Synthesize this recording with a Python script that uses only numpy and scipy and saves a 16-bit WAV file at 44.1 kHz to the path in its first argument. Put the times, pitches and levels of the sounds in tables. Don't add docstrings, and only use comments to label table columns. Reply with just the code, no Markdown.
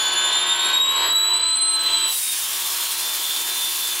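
import sys
import numpy as np
from scipy import signal
from scipy.fft import rfft, irfft
from scipy.io import wavfile
from scipy.ndimage import uniform_filter1d

SR = 44100
rng = np.random.default_rng(int(sys.argv[2]) if len(sys.argv) > 2 else 0)


def digitize_waveform(pressure):
    field = np.atleast_2d(pressure).T
    bounded = np.clip(field, -1, 1)
    quanta = np.round(bounded * 32767).astype(np.int16)
    wavfile.write(sys.argv[1], SR, quanta)


N = 176400
T = np.arange(N) / SR
JITTER_HZ = 89.5

# time_s, strokes_per_s
PUMP_SPEED = [(0, 72.53), (2.1, 72.33), (2.6, 72.68)]
STROKE_HZ = PUMP_SPEED[0][1]
# time_s, body_gain_db, rasp_gain_db, treble_gain_db
PUMP_GAINS = [(0, 0, 1.5, 0.5), (.16, 1, -2, -0.5), (.25, 1.5, -0.5, -1), (.34, 1, 1.5, -0.5),
              (.55, 0.5, 3.5, -4), (.72, 2, 2.5, -1), (.82, -5, -4.5, -11), (.92, -0.5, -0.5, -5.5),
              (1.06, 4, 2, -4), (1.16, -3.5, -7, -12.5), (1.36, -2, -2.5, -9), (1.47, -6.5, -5.5, -11),
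              (1.68, -6.5, -7.5, -11), (1.8, -3.5, -5, -5.5), (1.89, -1.5, 2, -1.5), (2.08, -3.5, 0, -3.5),
              (2.19, -17.5, -14, -16), (2.4, -12, -6.5, -23), (2.63, -7.5, -6, -4), (3.3, -7, -7, -5),
              (3.62, -6.5, -5.5, -10), (3.72, -8.5, -6.5, -3), (4, -7.5, -5, -7)]


def pump_strokes():
    speed_hz = curves(PUMP_SPEED)[0] * (1 + 0.00026 * drift(JITTER_HZ))
    return 2 * np.pi * np.cumsum(speed_hz) / SR


def pump_hum(phase, weak_db=-53.5, weak_bass_cut_hz=375, waver_db=2.2):
    # harmonic_number, level_db
    strong_tones = [(5, -49), (9, -51), (10, -52.5), (12, -45.5), (13, -42), (14, -44.5), (15, -41),
                    (18, -44.5), (21, -47), (22, -47), (23, -44), (27, -49), (32, -45.5)]
    strong_db = dict(strong_tones)
    body_gain = amp(curves(PUMP_GAINS)[0])
    out = amp(np.interp(T, [1.9, 2.2], [-60, -64.5])) * np.sin(phase)
    for k in range(2, 37):
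        weak = amp(weak_db) / (1 + (weak_bass_cut_hz / (k * STROKE_HZ)) ** 2)
        level = body_gain * (amp(strong_db[k]) if k in strong_db else weak)
        level = hall_swell(k, level) * amp(waver_db * drift(rate_hz=9))
        out += level * np.sin(k * phase + 2.64 * rng.standard_normal())
    return np.sqrt(2) * out


def pump_rasp(phase, treble_from_hz=3900, wander_db=3.5):
    # pitch_hz, level_db
    ring_colour = [(2300, -55), (2650, -48), (2960, -45), (3150, -40), (3500, -43), (3800, -51.5),
                   (4100, -39.5), (4400, -51), (5000, -52.5), (5200, -60.5), (7200, -60.5), (10000, -75)]
    # start_s, length_s, centre_hz, half_width_hz, level_db
    whistles = [(-.05, 0.27, 4390, 200, -37), (-.05, 0.49, 2957, 93.2, -32), (.27, 0.15, 4100, 220, -33.5),
                (0.548, 0.26, 4250, 200, -37), (0.941, .16, 4220, 260, -37),
                (0.974, 0.16, 4850, 380, -44.5), (1.22, 1, 3315, 90, -42), (3.18, .22, 3425, 260, -36.5),
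                (3.47, .16, 4055, 80, -34)]
    _, rasp_gain, treble_gain = amp(curves(PUMP_GAINS))
    out = np.zeros(N)
    for multiple in 31.77 + np.arange(108):
        hz = multiple * STROKE_HZ
        gain = rasp_gain if hz < treble_from_hz else treble_gain
        level = gain * colour(ring_colour, hz) * amp(wander_db * drift(rate_hz=3.8))
        for start, length, centre, half_width, db in whistles:
            if abs(hz - centre) < half_width:
                closeness = np.cos(np.pi / 2 * (hz - centre) / half_width) ** 2
                level = np.maximum(level, amp(db) * np.sqrt(arch(start, length)) * closeness)
        out += level * np.sin(multiple * phase + 2 * np.pi * rng.random())
    return np.sqrt(2) * out


def pump_air(phase, puff_depth=0.39):
    # pitch_hz, gain_db
    low_colour = [(20, -35), (50, -16), (130, -24), (190, -22.5), (300, -3.5), (650, -4.5), (950, 2),
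                  (2600, -2.5), (3500, 2.5), (6000, -46)]
    high_colour = [(1500, -48), (3000, -1.5), (4400, -3.5), (5300, -13), (6600, -8), (8000, -16),
                   (9500, -12), (16000, -44)]
    # start_s, length_s, centre_hz, width_hz, level_db
    surges = [(.29, 0.14, 960, 250, -41), (.96, 0.2, 1020, 260, -33), (1.23, 0.18, 1010, 218.3, -38),
              (2.4, 0.64, 1130, 90, -43.5), (2.5, 1.2, 960, 260, -55)]
    body_gain, _, treble_gain = amp(curves(PUMP_GAINS))
    low = amp(-33) * body_gain * air_noise(low_colour, swirl_db=2)
    high = amp(-33.5) * treble_gain * air_noise(high_colour, swirl_db=2)
    puffs = unit(1 + puff_depth * np.cos(phase))
    return (low + high + gusts(surges)) * puffs


def blower_whine(pump_phase, dip_s=.011, dip_db=-8.5):
    # time_s, pitch_hz
    blade_pitch = [(0, 3478), (.2, 3535), (.45, 3617), (.72, 3760), (.9, 3838), (1.15, 3912), (1.35, 3965),
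                   (1.47, 4020), (1.68, 4080), (1.9, 4015), (2.09, 3955), (2.25, 3730), (2.45, 3630),
                   (2.7, 3570), (3.1, 3552), (3.5, 3572), (3.75, 3545), (4, 3507)]
    # time_s, level_db
    blade_level = [(0, -24.5), (.45, -21.5), (.7, -24), (.78, -16), (.9, -21), (1.02, -24.5), (1.11, -18.5),
                   (1.4, -21), (1.7, -24), (1.92, -19.5), (2.1, -25.5), (2.2, -40), (2.28, -31.5),
                   (2.33, -31), (2.38, -48), (2.96, -45), (3.04, -31), (3.13, -31), (3.19, -40),
                   (3.26, -30.5), (3.37, -30), (3.45, -32.5), (3.57, -30.5), (3.68, -26), (3.76, -44),
                   (3.83, -28), (4, -35)]
    # time_s, second_db, third_db, fourth_db
    overtone_levels = [(0, -27, -36.5, -45), (.3, -27.5, -33.5, -50), (.7, -29, -34, -46),
                       (.82, -30.5, -39, -54), (1.2, -26, -36.5, -53), (1.45, -24.5, -51, -62),
                       (1.7, -20.5, -51, -65), (1.83, -30.5, -42, -61), (2.03, -22.5, -46, -65),
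                       (2.25, -42.5, -62, -70), (3.3, -41.5, -52, -70), (4, -41, -39, -70)]
    # time_s, depth (0 to 1)
    chop_depth = [(3.05, 0), (3.29, 0.3), (3.42, 0)]
    dip_times = [.11, .31, .45, 0.581, 0.722, 1.889]
    # start_s, length_s, level_db
    sputters = [(2.408, 0.054, -36), (2.517, 0.056, -38), (2.607, .03, -34), (2.645, .026, -30),
                (2.805, 0.034, -31)]
    pitch_hz = curves(blade_pitch)[0] * (1 + 0.0008 * drift(JITTER_HZ))
    blade_phase = 2 * np.pi * np.cumsum(pitch_hz) / SR
    chop = 1 + curves(chop_depth)[0] * (np.cos(pump_phase) + 0.35 * np.cos(2 * pump_phase))
    out = np.zeros(N)
    for k, db in enumerate([*curves(blade_level), *curves(overtone_levels)], 1):
        tone = np.sin(k * blade_phase) * (chop if k == 1 else 1)
        echo_db = -5.5 if k == 1 else -4.5
        tone = tone + amp(echo_db) * hall_echo(tone)
        slow_level = np.sqrt(uniform_filter1d(tone ** 2, size=4500))
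        out += amp(db) * tone / slow_level
    dips = sum(np.exp(-((T - time) / dip_s) ** 2) for time in dip_times)
    chirps = sum(amp(db) * arch(start, length) for start, length, db in sputters)
    return out * amp(dip_db * dips) + np.sqrt(2) * chirps * np.sin(blade_phase)


def valve_hiss(flutter_db=0.88):
    # time_s, level_db
    jet_level = [(0, -51), (.2, -50), (.5, -57), (1.68, -60), (1.75, -46), (1.87, -37.5), (2.04, -39),
                 (2.13, -25), (2.3, -24.5), (2.6, -24), (3.5, -25), (4, -25)]
    # pitch_hz, gain_db
    jet_colour = [(100, -26), (400, -26.5), (1000, -10), (2000, -5.5), (2800, -1.5), (5500, 1), (8000, 0),
                  (9500, 3), (13000, 0.5), (16000, -1.5)]
    # start_s, length_s, centre_hz, width_hz, level_db
    sizzles = [(2.055, 0.2, 11300, 4500, -27.5), (2.07, 0.41, 9340, 1500, -28.5)]
    level = amp(curves(jet_level)[0] + flutter_db * drift(rate_hz=33))
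    return level * air_noise(jet_colour, swirl_db=1.37) + gusts(sizzles)


def hall_swell(harmonic, level, fade_s=.1):
    # harmonic_number, start_s, end_s, level_db
    swells = [(13, 2.6, 3.68, -47.5), (14, .2, 1.1, -38), (14, 1.28, 1.58, -42), (15, -.2, 1.08, -37.5),
              (18, .95, 1.75, -43), (18, 1.62, 2.08, -39), (21, -.1, .8, -35), (23, -.2, .55, -38.5),
              (27, .25, .8, -42)]
    for number, start, end, db in swells:
        if number == harmonic:
            fade = np.clip(np.minimum(T - start, end - T) / fade_s + .5, 0, 1)
            level = np.maximum(level, amp(db) * fade)
    return level


def hall_echo(sound, decay_s=0.47):
    tail = rng.standard_normal(SR) * amp(-60 * T[:SR] / decay_s)
    return signal.fftconvolve(sound, tail / np.linalg.norm(tail))[:N]


def hall_background(mains_hz=50):
    # pitch_hz, gain_db
    room_colour = [(15, -20), (38, -16), (49, -4), (60, -8), (100, -21), (180, -2), (250, -2), (1000, -3),
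                   (8000, -17)]
    room = amp(-56) * air_noise(room_colour, swirl_db=0.48)
    return room + amp(-79) * np.sin(2 * np.pi * mains_hz * T)


def air_noise(points, swirl_db):
    hz, _, spectrum = signal.stft(rng.standard_normal(N), SR, nperseg=2048)
    swirls = uniform_filter1d(rng.standard_normal(spectrum.shape), size=16, axis=0)
    swirls = unit(uniform_filter1d(swirls, size=4, axis=1))
    shaped = spectrum * colour(points, hz)[:, None] * amp(swirl_db * swirls)
    return unit(signal.istft(shaped, SR, nperseg=2048)[1][:N])


def gusts(rows):
    hz, out = np.fft.rfftfreq(N, 1 / SR), np.zeros(N)
    for start, length, centre, width, db in rows:
        peak = 1 / (1 + ((hz - centre) / width) ** 2) ** 2
        band = unit(irfft(rfft(rng.standard_normal(N)) * peak, N))
        out += amp(db) * band * arch(start, length)
    return out


def drift(rate_hz, count=4096):
    span_s = 2 * T[-1]
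    hz = np.fft.rfftfreq(count, span_s / count)
    wobble = unit(irfft(rfft(rng.standard_normal(count)) * np.exp(-(hz / rate_hz) ** 2)))
    return np.interp(T, np.linspace(0, span_s, count), wobble)


def arch(start, length):
    return np.sin(np.pi * np.clip((T - start) / length, 0, 1))


def curves(rows):
    times, *columns = np.transpose(rows)
    return np.array([np.interp(T, times, column) for column in columns])


def colour(points, hz):
    pitches, db = np.transpose(points)
    return amp(np.interp(np.log(hz + 1), np.log(pitches), db))


def amp(db):
    return 10 ** (np.asarray(db) / 20)


def unit(x):
    return x / np.sqrt(np.mean(abs(x) ** 2) + 1e-20)


def scene():
    phase = pump_strokes()
    pump = pump_hum(phase) + pump_rasp(phase) + pump_air(phase)
    mono = pump + blower_whine(phase) + valve_hiss() + hall_background()
    return np.array([mono, mono])


def record(dry):
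    cutoff_hz = 15780
    low_pass = signal.firwin(511, cutoff_hz, window=("kaiser", 9), fs=SR)
    return signal.oaconvolve(dry, low_pass[None], "same")


dry = scene()
out = record(dry)
digitize_waveform(out)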